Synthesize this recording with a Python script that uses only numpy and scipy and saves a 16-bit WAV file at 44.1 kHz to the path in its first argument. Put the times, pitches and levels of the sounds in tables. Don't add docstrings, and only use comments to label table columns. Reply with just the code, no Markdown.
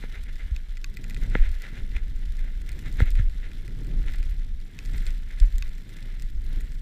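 import sys
import numpy as np
from scipy import signal
from scipy.fft import rfft, irfft, next_fast_len
from scipy.io import wavfile
from scipy.ndimage import uniform_filter1d

SR = 44100
rng = np.random.default_rng(int(sys.argv[2]) if len(sys.argv) > 2 else 0)


def pcm_store(signal):
    levels = np.round(np.clip(np.atleast_2d(signal), -1, 1) * 32767)
    wavfile.write(sys.argv[1], SR, levels.astype(np.int16).T)


N = 300321

# (time [s], level [dB])
BUFFETING = [(0, -29.5), (0.4, -28), (1.08, -29.5), (1.25, -21.5), (1.52, -18), (1.65, -35.5), (1.83, -25),
             (2.45, -23.5), (2.8, -30), (3.22, -14), (3.45, -28.5), (3.8, -29.5), (4.02, -20.0),
             (4.58, -25.0), (4.72, -42), (4.98, -15), (5.3, -30), (5.55, -19.5), (5.88, -36.5), (6.06, -27),
             (6.6, -22.5), (6.81, -30.5)]
AIRFLOW = [(0, -51), (0.75, -57), (1.05, -44), (1.33, -40.5), (1.52, -57.5), (1.72, -46), (2.4, -52),
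           (2.95, -42), (3.38, -52), (3.95, -38.5), (4.15, -46.5), (4.55, -51), (4.95, -44), (5.25, -53.0),
           (6.0, -48.0), (6.36, -52.5), (6.54, -42.5), (6.81, -52.5)]
# (frequency [Hz], level [dB])
RUMBLE_COLOUR = [(10, -9.5), (19, -3.5), (27, 8), (38, -5), (55, -11), (80, -18.5), (130, -25.5)]
RUSH_COLOUR = [(50, -16), (95, 8), (160, 2), (230, -3.5), (340, -10), (470, -17.5), (700, -28.5),
               (1100, -34.5), (2500, -64)]
# (time [s], level [dB], pitch [Hz], ring time [s])
JOLTS = [(0.514, -13, 55, 0.15), (1.39, 0, 23, 0.09), (3.02, 3, 69.5, 0.026), (3.15, -4, 26.4, 0.13),
         (3.195, -7, 84, 0.036), (4.947, -1.5, 27.2, 0.073), (5.411, -3, 34.2, 0.29)]

# (time [s], level [dB])
CLINKS = [(0.5637, -39.5), (0.8436, -34), (4.7893, -37.5), (5.6242, -34.5)]
# (pitch [Hz], level [dB], ring time [s])
POLE_MODES = [(1118, -18, 0.07), (1558, -1.5, 0.016), (1580, -24, 0.073), (2010, -15, 0.071),
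              (2550, 5.5, 0.013), (3700, -2, 0.014), (4480, 0.5, 0.0097), (5340, -5.5, 0.015),
              (6350, -2.5, 0.0081), (7430, -3, 0.0065), (11600, 1.5, 0.00067)]
# (time [s], level [dB], extra level of the clack [dB])
KNOCKS = [(0.037, -31.5, -3), (1.3518, -17, 3), (3.0024, -21.5, 3.5)]
# (pitch [Hz], level [dB], ring time [s])
THUD_MODES = [(223, 4, 0.017), (481, -0.5, 0.023), (814, -1.5, 0.006)]
CLACK_MODES = [(1383, -1.5, 0.016), (1710, -1.5, 0.016), (2016, -0.5, .015), (3500, -7, 0.0029)]

# (time [s], click level [dB], shell level [dB], grit level [dB])
BIG_CLODS = [(0.7708, -40.5, -41.5, -61), (0.9702, -39.5, -36.5, -49.5), (1.0415, -44, -41, -51),
             (1.0982, -38, -45, -47), (1.108, -47, -40, -54), (1.1454, -35, -45, -59),
             (1.1645, -50, -37.5, -69), (1.6203, -39, -47, -49), (1.9654, -52, -33, -54),
             (2.6915, -42, -43, -47.5), (2.7182, -42, -52, -57), (2.791, -47, -50, -50),
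             (3.0021, -34.5, -39, -52), (3.1053, -39, -55, -45), (3.1537, -39, -40.5, -66),
             (3.1764, -47, -51, -69), (3.5164, -46.5, -43.5, -65), (3.679, -45, -43.5, -55.5),
             (4.0766, -54, -43, -74), (4.1848, -42, -56, -74), (4.229, -42.5, -41.5, -59),
             (4.981, -37.5, -45, -59), (5.0664, -30.5, -47, -56), (5.4007, -31.5, -44.5, -58),
             (5.5827, -38, -54, -47), (6.0271, -41, -52, -70), (6.2224, -39.5, -49, -53),
             (6.6078, -49, -43.5, -50)]
# (pitch [Hz], level [dB], ring time [s])
SHELL_MODES = [(1370, -14.5, 0.036), (1790, -1.5, 0.0087), (2002, -3, 0.032), (2453, -0.5, 0.014)]
CLICK_MODES = [(3640, 1, 0.0036), (4410, -1.5, 0.0066), (5090, -4, 0.0067), (6600, -7, 0.0022),
               (7230, -4.5, 0.0059), (8520, 0.5, 0.0019)]
# (time [s], level [dB])
POWDER = [(0, -69.0), (0.85, -70.0), (1.15, -65.5), (1.7, -67), (2.1, -69.5), (2.6, -68), (2.78, -61.5),
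          (3.05, -63), (3.38, -71), (3.85, -68.5), (4.27, -64.5), (4.45, -77.5), (4.68, -70), (4.95, -60.5),
          (5.25, -70.0), (5.5, -63), (5.85, -68), (6.81, -65.5)]
# (frequency [Hz], level [dB])
GRIT_COLOUR = [(6500, 10), (9500, 2), (11500, -2.5), (13600, 9), (15000, -8), (16000, -18)]
SPRAY_COLOUR = [(2500, -48), (4500, 7), (6300, -5), (7400, 7), (9000, -1), (11500, -17), (13600, 7.5),
                (15000, -7), (16000, -12)]
# (pitch [Hz], width [Hz], level [dB])
HOUSING_RESONANCES = [(483, 230, -6), (794, 10, 1), (1420, 205, 0), (1708, 100, -2), (2047, 195, -4.5),
                      (3480, 560, -28), (4096, 68, 2.5), (7160, 410, -9.5), (9400, 210, -14)]

# (time [s], level [dB], time to swell or fade [s])
BITES = [(0.036, -50.5, .025), (.155, -49.5, 0.043), (0.288, -49, 0.01), (0.41, -51, 0.032),
         (1.236, -52, 0.027), (1.362, -47.5, 0.068), (1.453, -47, 0.037), (1.655, -47.5, 0.056),
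         (1.771, -50.5, 0.048), (1.967, -49, 0.038), (2.396, -52.5, 0.021), (2.468, -55, 0.053),
         (2.695, -57, .04), (2.868, -49, .04), (3.009, -41.5, 0.04), (3.077, -47.5, .024),
         (3.194, -47, 0.039), (3.451, -50.5, 0.034), (4.084, -48.5, 0.028), (4.146, -49, 0.0084),
         (4.954, -51.5, 0.027), (5.083, -50.5, .035), (5.32, -54, 0.04), (5.661, -57.5, 0.038)]
# (time [s], level [dB])
GLIDE = [(0, -55.5), (0.48, -53.0), (0.68, -60), (1.42, -51), (1.87, -57), (2.5, -57), (3.0, -54),
         (3.6, -57.5), (4.15, -52), (4.52, -60.5), (5.0, -51), (5.2, -55.0), (5.45, -53), (5.85, -58.5),
         (6.1, -50.5), (6.33, -61.5), (6.55, -52.5), (6.81, -60.0)]
# (frequency [Hz], level [dB])
BITE_COLOUR = [(300, -2), (1100, -12), (1450, -4), (2000, 4.5), (2500, -2), (3000, -8), (3700, -5),
               (4500, -19), (6000, -18.5), (10000, -29)]
SWISH_COLOUR = [(250, -9), (450, -8), (680, -10), (1130, -14), (1420, -7.5), (1700, -2.5), (2050, -1),
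                (2550, -6), (3000, -6.5), (3600, -10), (4500, -17), (8000, -52)]
EDGE_COLOUR = [(1100, -5), (1600, -15.5), (2800, -3), (3600, 5.5), (4200, -4), (4600, -3.5), (5700, -3),
               (7000, -10.5), (12000, -11)]


def from_db(db):
    return 10 ** (np.asarray(db) / 20)


def unit_power(x):
    return x / np.sqrt(np.mean(x ** 2) + 1e-20)


def curve(rows):
    return np.interp(np.arange(N) / SR, *np.transpose(rows))


def drift(rate):
    step = 20
    r = np.exp(-2 * np.pi * step * rate / SR)
    slow = signal.lfilter([1], [1, -2 * r, r * r], rng.standard_normal(N // step + 2002))[2000:]
    return np.interp(np.arange(N) / step, np.arange(len(slow)), unit_power(slow))


def filtered(x, kind, hz, order=2):
    return signal.sosfilt(signal.butter(order, hz, kind, fs=SR, output="sos"), x)


def coloured(x, colour):
    hz, db = np.transpose(colour)
    size = next_fast_len(N)
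    bins = np.maximum(np.fft.rfftfreq(size, 1 / SR), 1)
    octaves_outside = np.abs(np.log2(bins / np.clip(bins, hz[0], hz[-1])))
    gain = from_db(np.interp(np.log(bins), np.log(hz), db) - 24 * octaves_outside)
    return unit_power(irfft(rfft(x, size) * gain, size)[:N])


def noise(colour, flutter_db, flutter_rate):
    return coloured(rng.standard_normal(N) * from_db(flutter_db * drift(flutter_rate)), colour)


def clicks(times, heights):
    out = np.zeros(N)
    at = np.round(np.asarray(times) * SR).astype(int)
    np.add.at(out, np.clip(at, 0, N - 1), heights)
    return out


def ring(force, hz, ring_s):
    r, w = from_db(-60 / (ring_s * SR)), 2 * np.pi * hz / SR
    return signal.lfilter([0, np.sin(w)], [1, -2 * r * np.cos(w), r * r], force + 1e-18)


def strike(times, db, modes, scatter_db):
    spots = scatter_db * rng.standard_normal((len(times), len(modes)))
    return sum((-1) ** k * ring(clicks(times, from_db(db + mode_db + spots[:, k])), hz, ring_s)
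               for k, (hz, mode_db, ring_s) in enumerate(modes))


def bursts(times, db, fade_s):
    fade = np.exp(-1 / (fade_s * SR))
    return signal.lfilter([1], [1, -fade], clicks(times, from_db(db)) + 1e-18)


def wind(rumble_db, rush_db, rumble_top_hz, gust_db):
    swirls = coloured(rng.standard_normal(N), RUMBLE_COLOUR)
    swirls /= np.sqrt(uniform_filter1d(swirls ** 2, size=4500) + 1e-6)
    strength = from_db(rumble_db + gust_db * drift(9.3))
    rumble = filtered(strength * swirls, "low", rumble_top_hz, order=4)
    return rumble + from_db(rush_db) * noise(RUSH_COLOUR, flutter_db=2.0, flutter_rate=21)


def thumps(brightness):
    return sum(filtered(ring(clicks([s], from_db(db)), hz, ring_s), "band", [10, brightness * hz])
               for s, db, hz, ring_s in JOLTS)


def clinks():
    times, db = np.transpose(CLINKS)
    return strike(times, db, POLE_MODES, scatter_db=1.5)


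def knocks(thud_lag_s, low_hz, high_hz):
    times, db, clack_db = np.transpose(KNOCKS)
    clack = filtered(strike(times, db + clack_db, CLACK_MODES, scatter_db=0.5), "high", low_hz)
    thud = strike(times + thud_lag_s, db, THUD_MODES, scatter_db=0.5)
    return filtered(clack + thud, "low", high_hz)


def clods(times, click_db, shell_db, grit_db):
    crumble_delay_s = 0.0053 * (0.5 + rng.random(len(times)))
    click = strike(times, click_db, CLICK_MODES, scatter_db=3.0)
    crumble = strike(times + crumble_delay_s, click_db - 8, CLICK_MODES, scatter_db=2.5)
    shell = strike(times, shell_db, SHELL_MODES, scatter_db=2.5)
    grit = bursts(times, grit_db, fade_s=0.0012) * coloured(rng.standard_normal(N), GRIT_COLOUR)
    return click + crumble + shell + grit


def small_clods(spray_db, base_per_s, click_db, shell_db, grit_db, size_spread_db):
    thickness = from_db(spray_db - np.mean(spray_db))
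    chance, size = rng.random((2, N))
    at = np.flatnonzero(chance < base_per_s * thickness / SR)
    db = spray_db[at] + size_spread_db * (2 * size[at] - 1)
    return clods(at / SR, db + click_db, db + shell_db, db + grit_db)


def big_clods(click_gain_db, shell_gain_db, grit_gain_db):
    times, click_db, shell_db, grit_db = np.transpose(BIG_CLODS)
    return clods(times, click_db + click_gain_db, shell_db + shell_gain_db, grit_db + grit_gain_db)


def housing(snow):
    out = snow
    for hz, width_hz, db in HOUSING_RESONANCES:
        r, w = np.exp(-np.pi * width_hz / SR), 2 * np.pi * hz / SR
        band = (1 - r * r) / 2 * signal.lfilter([1, 0, -1], [1, -2 * r * np.cos(w), r * r], snow)
        out = out + from_db(db) * band
    return out


def spray(spray_db, dust_db, patter_db, base_per_s, size_spread_db, width_octaves):
    excess_db = spray_db - np.mean(spray_db)
    dust = noise(SPRAY_COLOUR, flutter_db=6.0, flutter_rate=280)
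    dust *= from_db(spray_db + 0.15 * excess_db + dust_db)
    thickness = from_db(excess_db + 6.0 * drift(32))
    chance, size, pitch = rng.random((3, N))
    at = np.flatnonzero(chance < base_per_s * thickness / SR)
    size_db = spray_db[at] - size_spread_db * np.log(size[at] + 0.077)
    pitch_hz = 3600 * 4 ** pitch[at]
    edges_hz = np.geomspace(3000, 14500, num=7)
    white = rng.standard_normal(N)
    patter = 0
    for low, high in zip(edges_hz, edges_hz[1:]):
        distance = np.log2(np.sqrt(low * high) / pitch_hz) / width_octaves
        cracks = bursts(at / SR, size_db - 6 * distance ** 2, fade_s=0.00091) * white
        patter = patter + filtered(cracks, "band", [low, high])
    return dust + from_db(patter_db) * patter


def skis(glide_db, swish_gain_db, bite_gain_db, edge_gain_db, edge_follows, uneven_db):
    t = np.arange(N) / SR
    pressure = sum(from_db(db) * np.exp(-2 * np.minimum(((t - s) / swell_s) ** 2, 20))
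                   for s, db, swell_s in BITES)
    bite = from_db(bite_gain_db) * pressure * noise(BITE_COLOUR, flutter_db=3.5, flutter_rate=360)
    lumps_db = uneven_db * drift(4.3)
    swish_db = glide_db + swish_gain_db + lumps_db
    swish = from_db(swish_db) * noise(SWISH_COLOUR, flutter_db=3.0, flutter_rate=190)
    average_db = np.mean(glide_db)
    edge_db = average_db + edge_gain_db + edge_follows * (glide_db - average_db) + lumps_db
    edge = from_db(edge_db) * noise(EDGE_COLOUR, flutter_db=4.0, flutter_rate=147)
    return bite + swish + edge


def scene():
    spray_db = curve(POWDER)
    gliding = skis(curve(GLIDE), swish_gain_db=-5.5, bite_gain_db=1, edge_gain_db=-7.5,
                   edge_follows=0.45, uneven_db=1.02)
    powder = spray(spray_db, dust_db=-5, patter_db=17.5, base_per_s=35, size_spread_db=3,
                   width_octaves=0.36)
    gear = clinks() + knocks(thud_lag_s=0.0016, low_hz=1320, high_hz=3130)
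    ticks = big_clods(click_gain_db=-2, shell_gain_db=2.5, grit_gain_db=8.5)
    taps = small_clods(spray_db, base_per_s=13, click_db=17, shell_db=14, grit_db=12, size_spread_db=5.5)
    air = wind(curve(BUFFETING) - 1.5, curve(AIRFLOW) + 1.5, rumble_top_hz=70.2, gust_db=1.5)
    return (air + thumps(brightness=2.05) + gear + taps + ticks + housing(powder + gliding))[None]


def record(dry):
    cutoff_hz = 15400
    return signal.sosfilt(signal.ellip(10, 0.2, 90, cutoff_hz, fs=SR, output="sos"), dry)


dry = scene()
out = record(dry)
pcm_store(out)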